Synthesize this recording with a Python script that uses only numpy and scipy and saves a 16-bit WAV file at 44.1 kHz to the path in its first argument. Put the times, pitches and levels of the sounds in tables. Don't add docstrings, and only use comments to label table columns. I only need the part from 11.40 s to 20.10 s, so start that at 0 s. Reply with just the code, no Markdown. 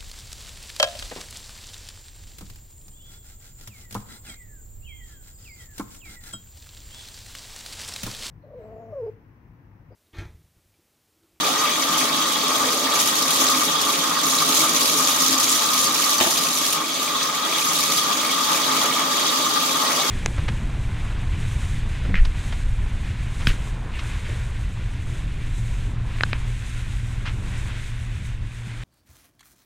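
import sys
import numpy as np
from scipy import signal
from scipy.fft import rfft, irfft, next_fast_len
from scipy.io import wavfile
from scipy.ndimage import uniform_filter1d, map_coordinates

SR = 44100
rng = np.random.default_rng(int(sys.argv[2]) if len(sys.argv) > 2 else 0)


def write(x):
    x = np.atleast_2d(x).T
    wavfile.write(sys.argv[1], SR, np.round(np.clip(x, -1, 1) * 32767).astype(np.int16))


N = 383669


# t/s, level/dB
TAP_LEVEL = [(0.0, -26.5), (0.4, -27), (1.7, -26.5), (2.0, -27), (3.2, -26.5), (4.1, -27.5), (4.7, -27.0),
             (5.0, -30), (5.4, -29.5), (7.1, -26.5), (7.2, -28), (7.4, -24.5), (7.5, -26.5), (7.8, -25.5),
             (8.1, -26.5), (8.7, -26)]
# f/Hz, bandwidth/Hz, level/dB
SPOUT_MODES = [(786, 21, -12), (870, 32, -5), (994, 22, -8.5), (1086, 14.4, 2.1), (1150, 15, -9),
               (1172.3, 16.7, 4), (1204, 13, 3.5), (1253, 14, -5.5), (1251, 11, 3), (1326, 23, -7),
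               (1390, 65, -15.5), (1904, 14, -8.5), (2120, 100, -31.5)]
# f/Hz, level/dB
SPOUT_FLOOR = [(20, -60), (400, -40), (1500, -16), (2500, -31.5), (5000, -32), (16000, -70)]
def spout(tap_db):
    sputter = amp(1.6 * wobble(50))
    return amp(tap_db + 1.23 + 1.03 * wobble(8)) * sputter * resonant(SPOUT_MODES, SPOUT_FLOOR)


# f/Hz, bandwidth/Hz, level/dB
HISS_MODES = [(3331, 45, 5.5), (3564, 47, 0.5), (3640, 28, -13), (3780, 54, 3), (4040, 40, -4.5),
              (4470, 88, -3), (4660, 61, -1.5), (6290, 28, 1)]
# f/Hz, level/dB
RUSH = [(20, -60), (1000, -29), (2000, -13.5), (2500, -12), (3200, -5.5), (4200, -7.5), (5100, -7.5),
        (6600, -9), (7700, -14), (11000, -21.5), (16000, -18.5)]
def hiss(tap_db, break_db):
    lost_db = 0.32 * np.maximum(break_db, 0) + 0.67 * np.maximum(-break_db, 0)
    gain = amp(tap_db + 2.5 - lost_db + 0.71 * wobble(20))
    return gain * patchy(resonant(HISS_MODES, RUSH), depth_db=2.23)


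# t/s, level/dB
DRUM_LEVEL = [(0.0, -33), (0.4, -35.5), (0.6, -33.5), (0.8, -35.0), (3.4, -34.5), (4.4, -37.5),
              (4.5, -33.5), (4.6, -37.5), (5.0, -36.0), (5.2, -38.5), (5.3, -36.5), (5.8, -38.5),
              (6.5, -36), (8.7, -34.5)]
# f/Hz, bandwidth/Hz, level/dB
TUB_MODES = [(66, 16, -25), (107, 12, -31), (154.7, 5.9, -7), (169.6, 10.8, -7), (206, 12, -11),
             (231, 5.5, -4.5), (263.6, 6.3, 4.5), (281, 18, -5.5), (312.4, 8.8, -0.5), (323, 10, -5),
             (428, 30, -6.5), (499, 12, -12), (542, 15, -5), (597, 18, -5.5), (688, 12.3, -6.5)]
# f/Hz, level/dB
TUB_FLOOR = [(20, -35), (100, -44), (200, -24), (500, -43), (900, -19), (2000, -58), (16000, -90)]
def drumming():
    return amp(curve(DRUM_LEVEL) + 2.5 + 0.86 * wobble(22)) * resonant(TUB_MODES, TUB_FLOOR)


# t/s, duration/s, spray rise/dB
SPILLS = [(0.55, 0.073, 3), (1.05, 0.34, 3), (1.53, 0.16, 6.5), (1.74, 0.53, 6), (2.39, 0.2, 4.5),
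          (2.82, 2.514, 7), (6.18, 0.4, 5.5), (7.11, 0.028, 6.5), (8.25, 0.045, 5)]
# t/s, duration/s, spray fall/dB
SOAKS = [(1.46, 0.034, 2.5), (2.69, 0.086, 1.5), (5.36, 0.15, 2.5), (5.7, 0.4, 1.5), (7.6, 0.091, 3)]
def break_up():
    def moves(rows):
        return sum(db * gesture(s, length, attack=.02, release=.037) for s, length, db in rows)
    return moves(SPILLS) - moves(SOAKS)


# f/Hz, level/dB
FIZZ = [(55, -53), (100, -11), (170, -17), (700, -23), (1500, -24.5), (2500, -8), (3400, -3.5), (5100, -5),
        (6600, -0.5), (7200, -3.5), (7700, -8.5), (12100, -7), (12800, -11), (16000, -16)]
def spray(spray_db):
    clicks = (rng.random((2, N)) < 9000 / SR) * rng.standard_normal((2, N))
    patter = unit(clicks) * bursts(rate=420, spread_db=4.2, t60=.036) * amp(spray_db + 7)
    patter = scattered(patter, tub_db=-6, room_db=-1, tub_t60=.015, room_t60=0.25)
    patter = patchy(patter, depth_db=1.6)
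    pings = np.array([bubbles(rate=450, band_hz=(3500, 15000), cycles=13, spread_db=3.6, samples=650)
                      for channel in range(2)])
    return stereo(filtered(patter + pings * amp(spray_db - 3), lambda hz: amp(along(FIZZ, hz) + 1.5)))


def ticks(spray_db):
    pair = np.array([bubbles(rate=90, band_hz=(5000, 14000), cycles=2.5, spread_db=3, samples=200)
                     for channel in range(2)])
    return stereo(pair * amp(spray_db - 14))


# t/s, duration/s, large-bubble level/dB, small-bubble level/dB
SQUEEZES = [(-0.05, 0.11, -28, -30), (0.218, 0.46, -34.5, -30.5), (0.997, 0.59, -30.5, -35.5),
            (1.9, 0.21, -32.5, -42), (2.5, 0.2, -48, -34), (3.113, 0.38, -36, -36), (4.52, 0.36, -63, -37),
            (6.038, 0.082, -33, -28.5), (6.836, 0.037, -33, -27.5), (7.114, 0.47, -31.5, -32),
            (7.72, 0.089, -32.5, -44), (8.415, 0.18, -29.5, -33)]
def gurgle():
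    large = runoff([(s, length, db) for s, length, db, _ in SQUEEZES], churn_db=-41.5)
    small = runoff([(s, length, db) for s, length, _, db in SQUEEZES], churn_db=-33.5)
    large *= bubbles(rate=450, band_hz=(334, 932), cycles=4.34, spread_db=2.5, samples=1700)
    small *= bubbles(rate=1100, band_hz=(1693, 3480), cycles=4.4, spread_db=5, samples=450)
    return amp(-3) * bathroom(large + small, tub_db=-2, room_db=-3.5)


def runoff(squeezes, churn_db):
    swells = sum((amp(db) * gesture(s, length, attack=.024, release=.14)) ** 2
                 for s, length, db in squeezes)
    return np.sqrt(amp(2 * churn_db) + swells) * amp(0.8 * wobble(12))


# t/s, level/dB, f/Hz
PLOPS = [(0.084, -13, 696), (1.358, -14, 522), (7.444, -14, 504), (8.595, -12, 770)]
def plops():
    track, t = np.zeros(N), np.arange(SR // 8) / SR
    for s, db, hz in PLOPS:
        add(track, s, amp(db - 1.5) * bubble(t, hz, cycles=3))
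    return track


# t/s, level/dB, f/Hz
SPLATS = [(0.2542, -7, 2550), (1.5224, -7, 3800), (1.8247, -2, 4620), (2.0666, -4, 3840), (3.1727, 1, 6660),
          (3.9289, -0.5, 4600), (4.0965, 0, 6600), (4.972, -2, 3840), (5.0454, -4, 4430),
          (5.8295, -3.5, 6000), (6.4087, -3, 4800), (6.5756, 0, 4300)]
def splats(spray_db):
    track, t = np.zeros(N), np.arange(SR // 8) / SR
    for s, db, hz in list(SPLATS) + lesser_drops(spray_db):
        slap = .35 * np.gradient(rng.standard_normal(len(t))) * amp(-60 * t / .012)
        add(track, s, amp(db - 3) * (bubble(t, hz, cycles=3) + slap))
        for delay, detune in rng.random((3, 2)):
            add(track, s + .01 * delay, amp(db - 11) * bubble(t, hz * 2 ** (detune - .5), cycles=5.9))
    return track


def lesser_drops(spray_db, rate=3.5, low_hz=4530, high_hz=11200, spread_db=5):
    when, size, pitch = rng.random((int(rate * N / SR), 3)).T
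    db = spray_db[(when * N).astype(int)] + 19.5 + spread_db * (2 * size - 1)
    return list(zip(when * N / SR, db, low_hz * (high_hz / low_hz) ** pitch))


# t/s, level/dB, brightness/dB
KNOCKS = [(4.802, -26, 15), (4.8098, -7, 0), (4.818, -13.5, -5), (4.863, -12.5, -5), (4.872, -13.5, -6)]
# f/Hz, level/dB, T60/s
STOPPER_MODES = [(121, -35, .15), (265, -15.5, 0.094), (345, -7, 0.042), (510, -15, 0.028),
                 (673, -1.5, 0.029), (785, -2, 0.022), (1830, -9, .025), (2830, 0, 0.0082),
                 (3030, -1, 0.023), (3630, 1, 0.012)]
def stopper():
    track, t = np.zeros(N), np.arange(SR // 4) / SR
    for s, db, bright_db in KNOCKS:
        ring = np.zeros(len(t))
        for hz, mode_db, t60 in STOPPER_MODES:
            struck_db = mode_db + bright_db * (hz > 1500) + rng.normal(0, 1.4)
            onset = 1 - np.exp(-2 * t * hz)
            ring += amp(struck_db - 60 * t / t60) * np.sin(2 * np.pi * hz * t) * onset
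        crack = 0.83 * np.gradient(rng.standard_normal(len(t))) * amp(-60 * t / .005)
        add(track, s, amp(db) * (ring + crack))
    return bathroom(track, tub_db=1, room_db=-2)


def resonant(modes, floor):
    def response(f):
        peaks = sum(amp(2 * db) * (f * width) ** 2 / ((hz * hz - f * f) ** 2 + (f * width) ** 2)
                    for hz, width, db in modes)
        return np.sqrt(peaks + amp(2 * along(floor, f)))
    return unit(stereo(filtered(rng.standard_normal((2, N)), response)))


def bubble(t, hz, cycles, rise=0.11):
    age = t * hz / cycles
    return np.sin(2 * np.pi * hz * t * (1 + rise * age / 4)) * np.exp(-age) * (1 - np.exp(-2 * t * hz))


def bubbles(rate, band_hz, cycles, spread_db, samples):
    when, pitch, strength = rng.random((int(rate * N / SR), 3), dtype=np.float32).T[:, :, None]
    low_hz, high_hz = band_hz
    hz = low_hz * (high_hz / low_hz) ** pitch
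    k = np.arange(samples)
    rings = amp(-spread_db * np.log(0.01 + strength)) * bubble(k.astype(np.float32) / SR, hz, cycles)
    positions = (when * N).astype(int) + k
    return unit(np.bincount(positions.ravel(), rings.ravel(), N)[:N])


def patchy(x, depth_db):
    spectrum = signal.stft(x, nperseg=256)[2]
    swarms = uniform_filter1d(rng.standard_normal(spectrum.shape[1:]), size=6, axis=0)
    swarms = uniform_filter1d(swarms, size=7, axis=1)
    return signal.istft(spectrum * unit(amp(depth_db * unit(swarms))), nperseg=256)[1][:, :N]


def bursts(rate, spread_db, t60):
    starts = rng.random(N) < rate / SR
    energy = amp(2 * spread_db * np.minimum(rng.standard_normal(N), 2.2))
    power = signal.lfilter([1], [1, -amp(-120 / (t60 * SR))], starts * energy)
    return unit(np.sqrt(power))


def scattered(x, tub_db, room_db, tub_t60, room_t60):
    t = np.arange(SR // 2) / SR
    early, late = amp(-120 * t / tub_t60), amp(-120 * t / room_t60)
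    decay = amp(2 * tub_db) * early / early.sum() + amp(2 * room_db) * late / late.sum()
    power = np.abs(signal.fftconvolve(np.mean(x ** 2, axis=0), decay)[:N])
    return (x + np.sqrt(power) * rng.standard_normal((2, N))) / np.sqrt(1 + decay.sum())


# f/Hz, T60/s
ROOM_T60 = [(150, 0.06), (1000, 0.37), (4000, 0.28), (14000, 0.093)]
def bathroom(x, tub_db, room_db, tub_t60=0.043):
    hz, t, spectrum = signal.stft(rng.standard_normal((2, SR // 2)), SR, nperseg=256)
    tail = signal.istft(spectrum * amp(-60 * t / along(ROOM_T60, hz)[:, None]), SR, nperseg=256)[1]
    t = np.arange(tail.shape[1]) / SR
    tail *= 1 - np.exp(-t / 0.0021)
    early = rng.standard_normal(tail.shape) * (rng.random(tail.shape) < .06) * amp(-60 * t / tub_t60)
    response = amp(room_db) * tail / np.linalg.norm(tail) + amp(tub_db) * early / np.linalg.norm(early)
    response[0, 0] += 1
    return stereo(signal.fftconvolve(x[None], response / np.linalg.norm(response), axes=1)[:, :N])


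# f/Hz, side minus mid level/dB
WIDTH = [(60, -22), (110, -31), (200, -20.5), (380, -5.5), (700, -7), (1290, -2.5), (2380, -1), (4400, -1),
         (8120, 0.5), (15000, -1)]
def stereo(pair):
    mid, side = filtered(pair, lambda hz: np.array([np.ones_like(hz), amp(along(WIDTH, hz))]))
    return np.array([mid + side, mid - side])


def amp(db):
    return 10 ** (np.asarray(db) / 20)


def unit(x):
    return x / np.sqrt(np.mean(x ** 2) + 1e-20)


def along(points, hz):
    f, values = np.transpose(points)
    return np.interp(np.log(hz + 1), np.log(f), values)


def curve(points):
    return np.interp(np.arange(N) / SR, *np.transpose(points))


def wobble(rate):
    return map_coordinates(rng.standard_normal(int(N * rate / SR) + 4), [np.arange(N) * rate / SR])


def gesture(start, length, attack, release):
    t = np.arange(N) / SR
    return np.clip(np.minimum((t - start) / attack, 1 - (t - start - length) / release), 0, 1)


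def filtered(x, response):
    size = next_fast_len(N + SR // 2)
    return irfft(rfft(x, size) * response(np.fft.rfftfreq(size, 1 / SR)), size)[..., :N]


def add(track, s, sound):
    part = track[round(s * SR):][:len(sound)]
    part += sound[:len(part)]


def scene():
    tap_db, break_db = curve(TAP_LEVEL), break_up()
    spray_db = -32 + break_db + 0.68 * (tap_db - tap_db.mean()) + .5 * wobble(12)
    jet = spout(tap_db) + hiss(tap_db, break_db) + drumming()
    water = spray(spray_db) + ticks(spray_db) + gurgle()
    splashes = bathroom(plops() + splats(spray_db), tub_db=0.5, room_db=-1)
    return jet + water + splashes + stopper()


# f/Hz, left minus right level/dB
BALANCE = [(60, -2), (110, 1), (200, -0.5), (380, -0.5), (700, 0), (1290, 1.5), (2380, -0.5), (4400, -0.5),
           (8120, 0.0), (15000, 0.5)]
def record(dry, top_hz=15800):
    return filtered(dry, lambda hz: amp(np.outer([.5, -.5], along(BALANCE, hz))) * (hz < top_hz))


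dry = scene()
out = record(dry)
write(out)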